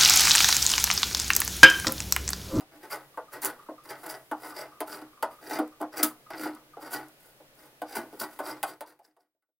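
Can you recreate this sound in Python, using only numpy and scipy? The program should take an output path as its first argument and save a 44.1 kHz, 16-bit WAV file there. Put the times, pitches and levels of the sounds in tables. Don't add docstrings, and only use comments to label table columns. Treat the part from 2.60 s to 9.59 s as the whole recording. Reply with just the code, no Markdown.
import sys
import numpy as np
from scipy import signal
from scipy.fft import rfft, irfft, next_fast_len
from scipy.io import wavfile
from scipy.ndimage import map_coordinates

SR = 44100
rng = np.random.default_rng(int(sys.argv[2]) if len(sys.argv) > 2 else 0)


def bounce(signal):
    frames = np.transpose(np.atleast_2d(signal))
    limited = np.clip(frames, -1, 1)
    pcm = np.round(limited * 32767).astype(np.int16)
    wavfile.write(sys.argv[1], SR, pcm)


N = 308257


def amp(db):
    return 10 ** (np.asarray(db) / 20)


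def unit(x):
    return x / np.sqrt(np.mean(x ** 2) + 1e-20)


def norm(x):
    return x / np.sqrt(np.sum(x ** 2) + 1e-20)


def along(points, hz):
    f, v = np.transpose(points)
    return np.interp(np.log(hz + 1), np.log(f), v)


def ring_time():
    return np.arange(SR // 2) / SR


def through(x, response):
    return signal.fftconvolve(x, response)[:len(x)]


def add(track, start_s, sound):
    part = track[max(0, round(start_s * SR)):][:len(sound)]
    part += sound[:len(part)]


def lowpass(x, hz, order=2):
    return signal.sosfilt(signal.butter(order, min(hz, SR / 2 - 1), fs=SR, output="sos"), x)


def highpass(x, hz, order=2):
    return signal.sosfilt(signal.butter(order, hz, "highpass", fs=SR, output="sos"), x)


def colour(points, size=4096):
    log_gain = np.log(amp(along(points, np.fft.rfftfreq(size, 1 / SR))))
    cepstrum = irfft(log_gain)
    cepstrum[1:size // 2] *= 2
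    cepstrum[size // 2 + 1:] = 0
    return norm(irfft(np.exp(rfft(cepstrum))))


def wobble(rate_hz):
    knots = rng.standard_normal(int(N * rate_hz / SR) + 4)
    return map_coordinates(knots, [np.arange(N) * rate_hz / SR])


def slips(count, rate_hz, spread_db):
    size = amp(spread_db * np.minimum(rng.standard_normal(count), 2))
    happens = rng.random(count) < rate_hz / SR
    return unit(happens * size * rng.choice([-1, 1], count))


def modes(table, scatter_db):
    t = ring_time()
    ring = np.zeros(len(t))
    for mode_hz, level_db, t60_s in table:
        envelope = amp(level_db + scatter_db * rng.standard_normal() - 60 * t / t60_s)
        ring += rng.choice([-1, 1]) * envelope * np.sin(2 * np.pi * mode_hz * t)
    return norm(ring)


# (freq_hz, relative_level_db)
AIR_SPECTRUM = [(20, -2), (60, -7), (110, -6), (138, 6), (170, -6), (310, -1.5), (550, 0), (1100, -9),
                (2000, -10), (4000, -15), (7500, -20.5), (10500, -18), (16000, -19)]
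# (freq_hz, side_db)
AIR_WIDTH = [(40, -3.5), (130, -9.5), (400, -14.5), (1500, 2), (5000, 3.5), (15000, -2)]
AIR_DB = -62


def air():
    mid = through(rng.standard_normal(N), colour(AIR_SPECTRUM))
    side = through(rng.standard_normal(N), colour(AIR_SPECTRUM))
    side = irfft(rfft(side) * amp(along(AIR_WIDTH, np.fft.rfftfreq(N, 1 / SR))), N)
    return np.array([mid + side, mid - side]) * amp(AIR_DB)


# (freq_hz, t60_s)
ROOM_DECAY = [(200, 0.39), (600, 0.31), (1500, 0.22), (4000, 0.12), (14000, 0.057)]


def room(wet_db):
    hz, t, z = signal.stft(rng.standard_normal(SR // 2), SR, nperseg=256)
    decay = amp(-60 * t / along(ROOM_DECAY, hz)[:, None])
    tail = signal.istft(z * decay, SR, nperseg=256)[1][:SR // 2]
    response = amp(wet_db) * norm(tail * (1 - np.exp(-ring_time() / .003)))
    response[0] += 1
    return norm(response)


# (mode_hz, level_db, t60_s)
WOOD_MODES = [(135.4, -17, 0.51), (378, 2, 0.16), (422.6, -1.5, 0.13), (491, -3.5, 0.27), (524, -7, 0.19),
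              (585.4, 0, 0.13), (647.3, 0, 0.22), (705.7, 5, 0.081), (765, -3.5, 0.17), (837, 3, 0.15),
              (884.6, 3.5, 0.11), (953.5, -5, 0.097), (1080, -11.5, 0.13), (1190, -12, 0.094),
              (1286, -3.5, 0.2), (1393, 2, 0.075), (1486, 9, 0.06), (1640, -19.5, 0.08), (1886, -5.5, .12),
              (1932, -1.5, .14), (2070, -0.5, .08), (2140, -0.5, 0.025)]
# (freq_hz, relative_level_db)
BENCH_SPECTRUM = [(200, -39.5), (330, -6.5), (450, 0.5), (900, 3), (1500, 1.5), (2100, -4.5), (2500, -9),
                  (3500, -15), (5000, -10), (7000, -26.5), (16000, -47.5)]


def wood(dense_db, direct_db):
    clack = np.pad(colour(BENCH_SPECTRUM), (0, SR // 2))[:SR // 2]
    dense = norm(through(room(wet_db=9.0), clack))
    return norm(modes(WOOD_MODES, scatter_db=1) + amp(direct_db) * clack + amp(dense_db) * dense)


# (mode_hz, level_db, t60_s)
STEEL_MODES = [(2970, -8, 0.018), (3690, -10, 0.024), (4660, 3, 0.011), (4880, 3.5, 0.021),
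               (5160, -4.5, 0.011), (5710, -3, 0.019), (7900, -7, 0.068), (9750, -3, 0.037),
               (9650, -1.5, 0.11), (9780, -8, 0.15), (10650, -11.5, .04), (13000, -5, 0.037),
               (14600, -13, .05), (15350, -10.5, 0.022)]
# (freq_hz, relative_level_db)
FIBRE_SPECTRUM = [(300, -22.5), (2000, -15.5), (3500, -12), (5500, -10), (6800, -6.5), (8700, -4),
                  (9800, 0.5), (12000, -1), (15500, 0.5), (17000, -14)]


def edge(steel_db, wet_db):
    crack = np.pad(colour(FIBRE_SPECTRUM), (0, SR // 2))[:SR // 2]
    return norm(through(crack + amp(steel_db) * modes(STEEL_MODES, scatter_db=3.0), room(wet_db)))


# (mode_hz, level_db, t60_s)
SWAY_MODES = [(240, -15.5, 0.22), (275.7, -12, 0.15), (307.6, -0.5, 0.21), (348, -10.5, 0.1)]


def sway(low_cut_hz=240):
    return norm(highpass(modes(SWAY_MODES, scatter_db=2.5), low_cut_hz, order=4))


# (start_s, knock_db, knock_hz, steel_db, thump_db)
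KNOCKS = [(0.007, -40.5, 890, -49, -51), (0.574, -22.5, 816, -52, -52), (1.087, -27.5, 734, -74, -38),
          (1.714, -18.5, 940, -44, -33), (2.205, -20.5, 850, -32, -37), (2.416, -39, 1190, -52, -41.5),
          (2.626, -14.5, 944, -32, -42.5), (2.988, -16, 680, -38, -21), (3.202, -31.5, 730, -56, -45.5),
          (3.21, -21.5, 708, -51.5, -33), (3.225, -23, 780, -49.5, -41), (3.429, -19, 1380, -22.5, -24),
          (3.704, -30.5, 870, -47.5, -51), (3.857, -23, 780, -49, -30), (4.17, -31, 650, -67.5, -51),
          (4.802, -42.5, 560, -69, -60), (5.218, -22, 745, -44, -38), (5.528, -35, 388, -58, -44),
          (5.79, -23.5, 830, -41.5, -43.5), (5.801, -24, 900, -46.5, -40.5), (6.03, -16, 920, -26, -43),
          (6.208, -17, 850, -30, -40), (6.392, -25, 656, -45.5, -56), (6.566, -23.5, 666, -43, -55),
          (6.748, -36, 600, -60, -54), (6.824, -33, 1454, -45, -53), (6.888, -33, 577.4, -60, -48)]
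CONTACT_TAU_S = 0.002
CHATTER_T60_S, BITE_T60_S, PRESS_T60_S = 0.051, 0.036, 0.55
KNOCK_GAIN_DB, THUMP_GAIN_DB = 19.5, 27
TICK_GAIN_DB, CRACK_GAIN_DB, CLANK_GAIN_DB = 22, 18, 5


def knocks():
    out, t = np.zeros(N), ring_time()
    impact = .5 * (t == 0)
    settle = 1 - np.exp(-t / CONTACT_TAU_S)
    for start_s, knock_db, knock_hz, steel_db, thump_db in KNOCKS:
        rebounds = slips(len(t), rate_hz=1500, spread_db=2)
        blow = impact + norm(rebounds * settle * amp(-60 * t / CHATTER_T60_S))
        pressed = wood(dense_db=-2, direct_db=-8.0) * amp(-60 * t / PRESS_T60_S)
        knock = highpass(through(blow, pressed), knock_hz)
        knock = norm(lowpass(knock, knock_hz * 1.023, order=3))
        thump = norm(sway() * (1 - np.exp(-t / 0.0055)))

        fractures = slips(len(t), rate_hz=4900, spread_db=1.0)
        bite = impact + norm(fractures * amp(-60 * t / BITE_T60_S))
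        tick = norm(through(bite, edge(steel_db=-7, wet_db=-4.5)))
        crack = norm(lowpass(highpass(through(bite, room(wet_db=-9)), 1500), 3800, order=3))
        clank = norm(lowpass(through(blow, edge(steel_db=-6, wet_db=-7.5)), 3000, order=4))

        sound = amp(knock_db + KNOCK_GAIN_DB) * knock
        sound += amp(thump_db + THUMP_GAIN_DB) * thump
        sound += amp(steel_db + TICK_GAIN_DB) * tick
        sound += amp(steel_db + CRACK_GAIN_DB) * crack
        sound += amp((knock_db + steel_db) / 2 + CLANK_GAIN_DB) * clank
        add(out, start_s, sound)
    return out


DIG_DB = 18
COAST_DB, COAST_DB_PER_S = -27, 58.5


def bite_db(u_s, dig_s, hold_s, release_db_per_s):
    after_s = np.maximum(u_s - dig_s - hold_s, 0)
    letting_go = amp(-release_db_per_s * after_s) + amp(COAST_DB - COAST_DB_PER_S * after_s)
    return -DIG_DB * np.clip(1 - u_s / max(dig_s, 1e-3), 0, 1) + 20 * np.log10(letting_go)


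# (start_s, dig_s, hold_s, drag_db, crackle_db, song_db, shudder_db)
CUTS = [(0.104, 0.0069, .045, -57.5, -76, -82, -62), (0.205, 0.026, .008, -45.5, -58, -67, -57),
        (0.295, 0.016, 0.022, -35, -41.5, -47, -54.5), (0.707, 0.026, .01, -38, -48, -61, -51),
        (0.811, 0.014, 0.041, -33, -37, -47, -46), (1.232, 0.011, .04, -53, -61.5, -64.5, -60),
        (1.288, 0.009, .01, -37.5, -50, -47.5, -52.5), (1.35, 0.034, .04, -57.5, -60, -69, -64),
        (1.424, 0.0089, 0.027, -38.5, -54, -65, -49), (1.478, 0.016, .014, -38.5, -42.5, -45.5, -55.5),
        (1.765, 0.057, 0.08, -44.5, -51.5, -55.5, -56), (1.934, 0.029, .055, -41, -50.5, -48, -53.5),
        (2.259, 0.019, .085, -42, -50.5, -49.5, -51.5), (2.685, 0.028, 0.019, -56.5, -64, -72, -65.5),
        (2.81, 0.12, 0.027, -35, -45.5, -44.5, -41), (3.315, .015, .02, -43.5, -61, -54, -56),
        (3.356, 0.019, .024, -33.5, -42, -40, -40.5), (3.699, 0.0039, .026, -41.5, -67, -71, -52),
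        (3.75, .07, .028, -35.5, -44, -43.5, -34), (4.194, 0.02, .052, -45, -55.5, -58.5, -50),
        (4.297, 0.03, 0.019, -32, -36.5, -40, -39), (4.585, 0.014, .09, -64, -63.5, -74, -95),
        (4.94, .05, .07, -59.5, -64, -73, -63), (5.254, 0.066, .01, -43, -52.5, -50.5, -60),
        (5.346, 0.0082, .018, -33, -39.5, -46, -35.5), (5.524, .01, 0.037, -54.5, -62.5, -70, -55),
        (5.589, .014, .013, -33.5, -37, -40.5, -40), (5.69, 0.022, .04, -56.5, -63, -71, -64),
        (5.815, 0.057, .03, -37, -47, -45.5, -43.5), (6.056, 0.0092, .04, -41.5, -46.5, -50, -51.5),
        (6.254, 0.017, .03, -40.5, -46.5, -47, -49), (6.42, 0.029, .012, -42, -46, -44.5, -48),
        (6.585, 0.018, .015, -42.5, -49, -49, -47)]
WOOD_RELEASE_DB_PER_S, EDGE_RELEASE_DB_PER_S, SHUDDER_RELEASE_DB_PER_S = 295.5, 482.5, 260.5
WOOD_LAG_S, SWAY_LAG_S = 0.0033, 0.0067
TOUCH_S = 0.004
SING_GAIN_DB, RASP_GAIN_DB = -2, -7
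SING_LOW_HZ, SING_HIGH_HZ = 4165, 6860
CRUMB_DB, CRUMB_DB_PER_S = -64, 31.5


def pulls():
    out, t = np.zeros(N), np.arange(N) / SR
    grip = amp(0.82 * wobble(50) + 2.5 * wobble(220))
    clumps = amp(5.0 * wobble(110))
    for start_s, dig_s, hold_s, drag_db, crackle_db, song_db, shudder_db in CUTS:
        first = round(start_s * SR)
        span = slice(first, first + SR // 2)
        u = t[span] - start_s
        touch = np.clip(u / TOUCH_S, 0, 1) * unit(grip[span])
        on_wood = touch * amp(bite_db(u - WOOD_LAG_S, dig_s, hold_s, WOOD_RELEASE_DB_PER_S))
        on_edge = touch * amp(bite_db(u, dig_s, hold_s, EDGE_RELEASE_DB_PER_S))
        on_clamp = touch * amp(bite_db(u - SWAY_LAG_S, dig_s, hold_s, SHUDDER_RELEASE_DB_PER_S))

        drag = slips(len(u), rate_hz=1400, spread_db=4.5)
        crackle = slips(len(u), rate_hz=3500, spread_db=3)
        coarse = unit(clumps[span] * slips(len(u), rate_hz=760, spread_db=8.0))

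        scrape = unit(drag + .6 * coarse) * on_wood
        sound = amp(drag_db) * through(scrape, wood(dense_db=-5.5, direct_db=-6))
        sound += amp(shudder_db) * through(drag * on_clamp, sway())
        sound += amp(crackle_db) * through(crackle * on_edge, edge(steel_db=-11.5, wet_db=-2.5))
        song = highpass(modes(STEEL_MODES, scatter_db=0.5), SING_LOW_HZ, order=4)
        song = norm(lowpass(song, SING_HIGH_HZ, order=4))
        rubbing = unit(clumps[span] * drag) * on_edge
        sound += amp(song_db + SING_GAIN_DB) * through(rubbing, song)
        rasp = norm(lowpass(edge(steel_db=-7, wet_db=-5.5), 4500))
        sound += amp(song_db + RASP_GAIN_DB) * through(coarse * on_edge, rasp)

        crumbs = slips(len(u), rate_hz=7800, spread_db=1.5) * np.clip(u / (dig_s + hold_s), 0, 1)
        crumbs *= amp(CRUMB_DB - CRUMB_DB_PER_S * u)
        add(out, start_s, sound + through(crumbs, colour(FIBRE_SPECTRUM)))
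    return out


# (start_s, level_db, tear_t60_s)
SNAPS = [(0.311, -43, 0.064), (0.819, -36, 0.032), (0.834, -37.5, .02), (0.848, -19.5, 0.015),
         (0.8548, -26, .07), (1.237, -56, 0.0333), (1.305, -46, 0.047), (1.435, -47, 0.0291),
         (1.463, -38.5, .03), (1.864, -50.5, .04), (2.338, -49, 0.036), (2.895, -45, 0.046),
         (3.077, -49, 0.012), (3.215, -39, 0.014), (3.381, -34, .015), (3.431, -16, 0.043),
         (3.432, -25.5, 0.16), (3.95, -47.5, 0.009), (4.484, -51, 0.012), (4.953, -59.5, 0.02),
         (5.359, -39.5, .04), (5.599, -33.5, 0.048)]


def snaps(gain_db=2):
    out, t = np.zeros(N), ring_time()
    for start_s, level_db, tear_t60_s in SNAPS:
        tear = slips(len(t), rate_hz=9000, spread_db=2) * amp(-60 * t / tear_t60_s)
        add(out, start_s, amp(level_db + gain_db) * through(tear, edge(steel_db=-14.0, wet_db=-10.5)))
    return out


# (centre_s, level_db)
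PIPS = [(0.546, -54), (0.686, -53.5), (0.998, -48.5), (1.065, -55), (1.186, -49.5), (1.929, -47),
        (2.125, -51), (2.174, -57), (2.471, -56), (2.535, -55.5), (2.578, -54), (2.713, -49), (2.79, -55),
        (3.127, -56), (3.514, -48.5), (3.67, -51.5), (3.968, -49.5), (4.14, -50)]


def pips(pitch_hz=1190, length_s=0.019, gain_db=4.5, waver_rad=0.71, wet_db=-5):
    out, t = np.zeros(N), ring_time()
    for centre_s, level_db in PIPS:
        swell = np.sin(np.pi * np.minimum(t / length_s, 1)) ** 2
        waver = waver_rad * unit(lowpass(rng.standard_normal(len(t)), 150))
        pip_hz = pitch_hz * (1 + 0.02 * rng.standard_normal())
        pip = through(swell * np.sin(2 * np.pi * pip_hz * t + waver), room(wet_db))
        add(out, centre_s - length_s / 2, amp(level_db + gain_db) * pip / np.abs(pip).max())
    return out


def scene(side_db=-12, wide_hz=2000, bass_hz=125, deep_db=-17):
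    work = knocks() + pulls() + snaps() + pips()
    mid = highpass(work, bass_hz, order=5) + amp(deep_db) * lowpass(work, 90, order=3)
    t = ring_time()
    spread = norm(rng.standard_normal(len(t)) * amp(-60 * t / .05))
    side = amp(side_db) * through(highpass(mid, wide_hz, order=3), spread)
    return np.array([mid + side, mid - side]) + air()


FADE_START_S, FADE_DB_PER_S = 6.014, 52
TOP_HZ = 15900


def record(dry):
    fade = amp(-FADE_DB_PER_S * np.maximum(np.arange(N) / SR - FADE_START_S, 0))
    size = next_fast_len(N + SR // 2)
    in_band = np.fft.rfftfreq(size, 1 / SR) < TOP_HZ
    return irfft(rfft(dry * fade, size) * in_band, size)[:, :N]


dry = scene()
out = record(dry)
bounce(out)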